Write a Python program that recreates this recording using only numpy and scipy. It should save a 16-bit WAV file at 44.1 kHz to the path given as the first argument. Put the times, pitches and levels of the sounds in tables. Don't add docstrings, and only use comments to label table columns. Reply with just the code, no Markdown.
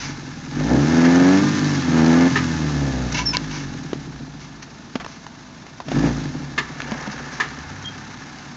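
import sys
import numpy as np
from scipy import signal
from scipy.fft import rfft, irfft
from scipy.io import wavfile
from scipy.ndimage import uniform_filter1d

SR = 44100
rng = np.random.default_rng(int(sys.argv[2]) if len(sys.argv) > 2 else 0)


def dump(signal):
    limited = np.clip(np.atleast_2d(signal).T, -1, 1)
    pcm = np.round(limited * 32767).astype(np.int16)
    wavfile.write(sys.argv[1], SR, pcm)


N = 377496
T = np.arange(N) / SR
IDLE_HZ = 30

# time in seconds, firings per second.
FIRING_RATE = [(0.0, 48.4), (0.41, 38.6), (0.54, 44), (0.75, 68), (0.88, 80.4), (1.23, 90), (1.4, 99),
               (1.51, 102), (1.73, 96.7), (1.88, 81.5), (2.02, 80), (2.29, 88.8), (2.99, 62.9), (3.49, 51),
               (3.92, 35.8), (4.27, 27.2), (5.84, 25.6), (5.86, 30), (5.91, 40), (5.97, 56), (5.99, 53.5),
               (6.08, 59.6), (6.19, 55), (6.29, 40.4), (6.51, 33.4), (6.7, 31.7)]
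# frequency in Hz, gain in dB.
GRIT_TONE = [(300, -22.5), (1000, -4.5), (1300, -0.5), (2300, -1.5), (3200, -8), (6200, -1.5),
             (8500, -29.5)]
# five dB terms, as listed in loudness().
CLATTER_LEVELS = (-48, 10, 7.5, 6.5, 12.5)


def amp(db):
    return 10 ** (np.asarray(db) / 20)


def unit_rms(x):
    return x / np.sqrt(np.mean(x ** 2) + 1e-20)


def steadied(x, span_s=0.13):
    size = int(span_s * SR)
    power = uniform_filter1d(uniform_filter1d(x ** 2, size), size)
    return x / np.sqrt(abs(power) + 1e-14)


def curves(rows):
    times, *columns = np.transpose(rows)
    return [np.interp(T, times, column) for column in columns]


def gesture(start, held, depth, attack, release):
    return depth * np.clip(np.minimum((T - start) / attack, 1 - (T - start - held) / release), 0, 1)


def drift(per_s):
    knots = rng.standard_normal(1000)
    return np.interp(T * per_s, np.arange(len(knots)), knots)


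def add(mix, start_s, sound):
    part = mix[max(round(start_s * SR), 0):][:len(sound)]
    part += sound[:len(part)]


def band(x, lo_hz, hi_hz, order=4):
    return signal.sosfilt(signal.butter(order, [lo_hz, hi_hz], "band", fs=SR, output="sos"), x)


def colour(x, points, size=8192):
    hz, db = np.transpose(points)
    bin_hz = abs(np.fft.fftfreq(size, 1 / SR))
    log_gain = np.log(amp(np.interp(np.log(bin_hz + 1), np.log(hz), db)))
    taps = np.fft.ifft(np.exp(np.conj(signal.hilbert(log_gain)))).real
    return signal.oaconvolve(x, taps[:size // 2])[:len(x)]


def ring(x, modes):
    return sum(amp(db) * signal.lfilter(*signal.iirpeak(hz, hz / width, SR), x)
               for hz, width, db in modes)


def load(full_pull_hz=93):
    # start and hold in seconds, depth 0-1, opening and closing in seconds.
    presses = [(.48, .29, 0.63, 0.091, 0.13), (0.791, 0.5, 0.77, 0.18, 0.22),
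               (1.841, 0.4286, 0.77, 0.13, 0.028), (5.85, 0.22, 0.89, 0.08, 0.054)]
    throttle = sum(gesture(*press) for press in presses)
    pulling = throttle * np.minimum(curves(FIRING_RATE)[0] / full_pull_hz, 1) ** 2
    return pulling, throttle - pulling


def loudness(levels, resonance=None):
    # time in seconds, pace 0-1.
    crawl = [(6.1, 0), (6.55, 0.19), (6.95, 1), (7.5, 0.64), (8.56, 0.26)]
    idle_db, db_per_octave, pulling_db, lugging_db, crawl_db = levels
    hz = curves(FIRING_RATE)[0]
    pulling, lugging = load()
    db = idle_db + db_per_octave * np.log2(hz / IDLE_HZ) + pulling_db * pulling + lugging_db * lugging
    db += crawl_db * curves(crawl)[0]
    if resonance is None:
        return db
    peak_hz, width_octaves, lift_db = resonance
    return db + lift_db * np.exp(-(np.log2(hz / peak_hz) / width_octaves) ** 2)


def unevenness(coast_hz=56.5):
    # start in seconds, hold in seconds, limp 0-1.
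    stumbles = [(1.58, 0.12, 0.6), (2.28, .14, 0.4)]
    at_idle, at_coast, at_pull = (0.4, 0.27), (0.14, 0.22), (0.022, 0.055)
    speed = np.interp(curves(FIRING_RATE)[0], [IDLE_HZ, coast_hz], [0, 1])
    pulling = np.clip(load()[0], 0, 1)
    off_load = np.outer(at_idle, 1 - speed) + np.outer(at_coast, speed)
    limp, rough = off_load * (1 - pulling) + np.outer(at_pull, pulling)
    stumble = sum(gesture(*row, attack=0.017, release=0.07) for row in stumbles)
    return np.clip([limp + stumble, rough], 0, 1)


def forest(db=-42.5):
    # frequency in Hz, gain in dB.
    tone = [(30, -42.5), (70, -5), (240, 2.5), (500, -15), (870, -10.5), (2900, -27), (3700, -23.5),
            (5900, -31.5), (8000, -44)]
    return amp(db) * unit_rms(colour(rng.standard_normal(N), tone))


def far_engine(second_order_db=-6):
    # time in seconds, firings per second, level in dB.
    rev = [(7.35, 54.4, -57), (7.5, 63.35, -42), (7.8, 98.7, -38.5), (8.05, 103.7, -43), (8.55, 101.5, -75)]
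    hz, db = curves(rev)
    phase = 2 * np.pi * np.cumsum(hz * (1 + 0.013 * drift(25))) / SR
    fade_in = np.clip((T - rev[0][0]) * 10, 0, 1)
    return amp(db) * (np.sin(phase) + amp(second_order_db) * np.sin(2 * phase)) * fade_in


def rock_echoes(x, reach_s=0.03, count=40, echo_db=-10):
    delay, sign = rng.uniform(0.001, reach_s, count), rng.choice([-1, 1], count)
    taps = np.bincount(np.round(delay * SR).astype(int), sign * np.exp(-delay / reach_s))
    taps *= amp(echo_db) / np.linalg.norm(taps)
    taps[0] = 1
    return signal.oaconvolve(x, taps / np.linalg.norm(taps))[:N]


def gravel(per_s=70, trim_db=-11, spread_db=3, decay_s=0.0017):
    clicks = (rng.random(N) < per_s / SR) * amp(spread_db * np.minimum(rng.exponential(1, N), 3.5))
    t = np.arange(500) / SR
    grains = signal.oaconvolve(clicks, np.exp(-t / decay_s))[:N] * rng.standard_normal(N)
    return amp(loudness(CLATTER_LEVELS) + trim_db) * unit_rms(colour(grains, GRIT_TONE))


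def stone_snaps(phase_jitter=0.36):
    # start in seconds, peak in dB, pitch in Hz, decay in seconds.
    snaps = [(3.3695, -1.5, 3500, 0.00041), (4.999, -28, 1110, 0.013), (5.046, -24, 865, 0.0029),
             (5.063, -20.5, 870, 0.0016), (5.266, -23.5, 1210, 0.0017), (5.666, -31, 1560, 0.0016),
             (6.803, -16.5, 1780, 0.0013), (6.819, -19.5, 2272, 0.00084)]
    out, t = np.zeros(N), np.arange(SR // 20) / SR
    for start, db, hz, decay in snaps:
        phase = 2 * np.pi * hz * t + phase_jitter * np.cumsum(rng.standard_normal(len(t)))
        add(out, start, amp(db) * np.sin(phase) * np.exp(-(t / (2 * decay)) ** 2))
    return out


def scrapes(slips_per_s=900, slip_db=11):
    # start in seconds, length in seconds, level in dB, brake ring against the grit in dB.
    grinds = [(0, 0.11, -32.5, -15), (3.12, 0.014, -25.5, -37), (3.141, 0.028, -27, 0),
              (3.167, 0.054, -27.5, 2), (3.331, 0.035, -33, 10.5), (3.507, 0.13, -36, -8),
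              (4.399, 0.083, -45, -18), (4.621, 0.017, -35, -26), (5.074, 0.13, -45, -34),
              (7.108, 0.044, -37, -24), (7.317, 0.074, -39, -36)]
    # frequency in Hz, width in Hz, gain in dB.
    brake_modes = [(992, 22, 11), (1570, 60, -3), (2230, 110, 0), (2650, 120, -1)]
    out, t = np.zeros(N), np.arange(SR // 4) / SR
    for start, length, db, ring_db in grinds:
        stroke = np.clip(t / 0.004, 0, 1) * np.exp(-np.maximum(t - 0.53 * length, 0) / (0.42 * length))
        noise = rng.standard_normal(len(t))
        slips = rng.random(len(t)) < slips_per_s / SR
        friction = unit_rms(noise * (1 + amp(slip_db) * slips)) * stroke
        grit = unit_rms(colour(friction, GRIT_TONE))
        drum = amp(ring_db) * unit_rms(ring(friction, brake_modes))
        add(out, start, amp(db) * (grit + drum) * np.sqrt(np.mean(stroke ** 2)))
    return out


def brake_squeals(shake_db=-0.5, attack_s=0.016, release_s=0.054):
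    # start and length in seconds, level in dB, pitch in Hz, glide in Hz a second, waver share.
    squeals = [(3.253, 0.075, -17.5, 5430, -1800, 0.014), (7.844, 0.071, -29, 3203, 147, 0.0073)]
    out = np.zeros(N)
    for start, length, db, hz, glide, waver in squeals:
        pitch = (hz + glide * np.clip(T - start, 0, length)) * (1 + waver * drift(110))
        swell = gesture(start, length - release_s, amp(db), attack_s, release_s)
        swell *= amp(shake_db * drift(92))
        out += swell * np.sqrt(2) * np.sin(2 * np.pi * np.cumsum(pitch) / SR)
    return out


def driveline_clanks(trim_db=-8, rise_s=0.0082, echo_db=-21, echo_decay_s=0.053):
    # start in seconds, relative level in dB, rattle decay in seconds.
    clanks = [(1.043, -14, 0.011), (2.354, -7.5, 0.017), (6.577, -8, 0.0096), (7.399, -7, 0.0076)]
    # frequency in Hz, width in Hz, gain in dB.
    axle_modes = [(413, 22.5, 16), (994, 100, 8), (1247, 113, 14.5), (1760, 204, 15.5), (2260, 31, -13),
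                  (2670, 57, -41.5), (4270, 650, -42)]
    out, t = np.zeros(N), np.arange(SR // 4) / SR
    for start, db, decay in clanks:
        echo = amp(echo_db) * np.exp(-t / echo_decay_s)
        blow = (1 - np.exp(-t / rise_s)) * (np.exp(-t / decay) + echo)
        metal = steadied(ring(rng.standard_normal(len(t)), axle_modes), span_s=0.015)
        add(out, start, amp(db + trim_db) * metal * blow / blow.max())
    return out


def pops_and_thuds(crack_decay_s=0.0059):
    # start in seconds, level in dB, pitch in Hz, decay in seconds, relative crack in dB.
    hits = [(.609, -16.5, 570, 0.0025, -12), (3.931, -7.5, 344, 0.0018, -17.5),
            (4.229, -27, 260.7, 0.021, -27), (4.955, -11, 241, 0.0044, -7.5), (5.802, -22, 990, 0.0035, -5),
            (5.884, -20.5, 300, 0.0021, -4), (5.917, -17, 386.6, 0.003, -2),
            (6.919, -13.5, 216, 0.0089, -8), (7.076, -20.5, 210.2, 0.021, -22)]
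    crack_modes = [(667, 250, -1.5), (2180, 1800, -24.0)]
    out, t = np.zeros(N), np.arange(SR // 6) / SR
    for start, db, hz, decay, crack_db in hits:
        thump = np.sin(2 * np.pi * hz * t) * np.exp(-t / decay)
        noise = steadied(ring(rng.standard_normal(len(t)), crack_modes), span_s=0.0057)
        crack = amp(crack_db) * noise * np.exp(-t / crack_decay_s)
        add(out, start, amp(db) * (thump / thump.max() + crack))
    return band(out, 170, 6900, order=2)


def throttle_whistle(top_hz=875, sag_hz=150, span_hz=11, waver=0.012, shake_db=3):
    levels = (-56.5, 4.5, -12, -13, 8)
    hz = top_hz - sag_hz * np.exp(-(curves(FIRING_RATE)[0] - IDLE_HZ) / span_hz)
    phase = 2 * np.pi * np.cumsum(hz * (1 + waver * drift(100))) / SR
    return amp(loudness(levels) + shake_db * drift(51)) * np.sin(phase)


def engine_bay(cycles, tick_db=-7, intake_db=-10, flutter_db=1.06, tick_decay_s=0.0034):
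    # frequency in Hz, gain in dB.
    clatter_tone = [(530, -24), (900, -8), (1070, -8), (1350, -4), (1770, -5), (2000, -8), (3100, -19),
                    (5000, -53)]
    hiss_tone = [(1470, -27.5), (2500, -5), (3240, -7.5), (3780, -3), (4520, -5.5), (6280, -4),
                 (7170, -9.5), (8860, -10)]
    hiss_levels = (-46, 9, 1.5, 3.5, 4.5)
    clatter_db, hiss_db = loudness(CLATTER_LEVELS), loudness(hiss_levels)
    valves = np.diff(np.floor(2 * cycles), prepend=0) * amp(3.3 * rng.standard_normal(N))
    t = np.arange(600) / SR
    tick = rng.standard_normal(len(t)) * np.exp(-t / tick_decay_s)
    ticks = amp(tick_db) * unit_rms(signal.oaconvolve(valves, tick)[:N])
    stroke = 1 + 0.22 * np.cos(2 * np.pi * cycles) + 0.098 * np.cos(np.pi * cycles)
    mid_rush, high_rush, intake = rng.standard_normal((3, N)) * stroke * amp(flutter_db * drift(45))
    clatter = amp(clatter_db) * steadied(colour(mid_rush + ticks, clatter_tone))
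    hiss = amp(hiss_db) * steadied(colour(high_rush + ticks, hiss_tone))
    air_box = unit_rms(ring(ring(intake, [(845, 160, 0)]), [(856, 95, 0)]))
    return clatter + hiss + amp(clatter_db + intake_db) * air_box


def tailpipe_boom(cycles, centre_hz=62, width_octaves=0.86, shake_db=2.5, half_order=0.16):
    levels = (-52, 9, -4, 8.5, 7)
    hz, limp = curves(FIRING_RATE)[0], unevenness()[0]
    hum = np.zeros(N)
    for order, size in [(0.5, half_order * limp), (1, 0.94), (2, 1)]:
        radiated = np.exp(-(np.log2(order * hz / centre_hz) / width_octaves) ** 2)
        hum += size * radiated * np.sin(2 * np.pi * order * cycles)
    return amp(loudness(levels, resonance=(64.6, 0.33, 11.8)) + shake_db * drift(30)) * steadied(hum)


def firing_pulses(cycles, limp, rough, lag=0.018, imbalance=0.22, jitter=0.084):
    count = np.arange(1, int(cycles[-1]))
    size_luck, time_luck = rng.standard_normal((len(count), 2)).T
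    at = np.searchsorted(cycles, count)
    side = (-1.) ** count
    uneven = 0.25 + limp[at] + 2 * rough[at]
    lope = imbalance * uneven * np.cos(np.pi * count / 2)
    size = 1 + side * limp[at] + lope + rough[at] * size_luck
    timing = count + lag * uneven * side + jitter * rough[at] * time_luck
    sample = np.interp(timing, cycles, np.arange(N))
    return np.bincount(np.round(sample).astype(int), size, N)


def silencer(x, round_trips_s=(0.0023, 0.0061), bounce=0.44):
    delay = np.exp(-2j * np.pi * np.outer(round_trips_s, np.fft.rfftfreq(2 * N, 1 / SR)))
    all_pass = np.prod((delay - bounce) / (1 - bounce * delay), axis=0)
    return irfft(rfft(x, 2 * N) * all_pass)[:N]


def exhaust(cycles):
    # frequency in Hz, gain in dB.
    pipe_tone = [(48, -2), (108, -12), (145, 14), (175, -2.5), (208, -1.5), (255, 12), (295, 9), (355, 0),
                 (450, -13.5), (590, -16), (900, -18), (1600, -38.5)]
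    low_levels = (-41.5, 10.5, 2, 15, 4.5)
    upper_levels = (-43.5, 12.5, 15, 15, 9.5)
    rasp_levels = (-55, 11, 19.5, 8.5, 18.5)
    limp, rough = unevenness()
    pulses = colour(silencer(unit_rms(firing_pulses(cycles, limp, rough))), pipe_tone)
    gas = (0.41 + np.exp(-(cycles % 1) / 1.6)) * rng.standard_normal(N)
    puffs = rough * colour(unit_rms(gas), pipe_tone)
    low = steadied(band(pulses + 0.45 * puffs, 113, 195))
    upper = steadied(band(pulses + 2.0 * puffs, 201.4, 475))
    rasp = steadied(band(pulses + 2.2 * puffs, 436, 960, order=3))
    return (amp(loudness(low_levels, resonance=(68.2, 0.19, 5.5))) * low
            + amp(loudness(upper_levels, resonance=(67.75, 0.14, 4.3))) * upper
            + amp(loudness(rasp_levels, resonance=(64.8, 0.2, 10.3))) * rasp)


def scene():
    # time in seconds, gain in dB.
    facing = [(0, 0), (1.3, 0.5), (3.3, 0), (4.25, 5.5), (4.7, -5), (5.7, -6), (6.35, 7), (6.7, -2),
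              (8.56, -7)]
    cycles = np.cumsum(curves(FIRING_RATE)[0]) / SR
    tailpipe = amp(curves(facing)[0]) * (exhaust(cycles) + tailpipe_boom(cycles))
    underbody = rock_echoes(engine_bay(cycles) + throttle_whistle() + gravel() + scrapes()
                            + driveline_clanks() + brake_squeals())
    return (forest() + tailpipe + pops_and_thuds() + stone_snaps() + underbody + far_engine())[None]


def record(dry, ceiling=0.7, edge_hz=8900):
    dulled = colour(dry[0], [(6800, 0), (7500, -9), (8000, -25), (8800, -26.5)])
    low_pass = signal.firwin(511, edge_hz, window=("kaiser", 9), fs=SR)
    return signal.oaconvolve(np.clip(dulled, -ceiling, ceiling), low_pass, "same")[None]


dry = scene()
out = record(dry)
dump(out)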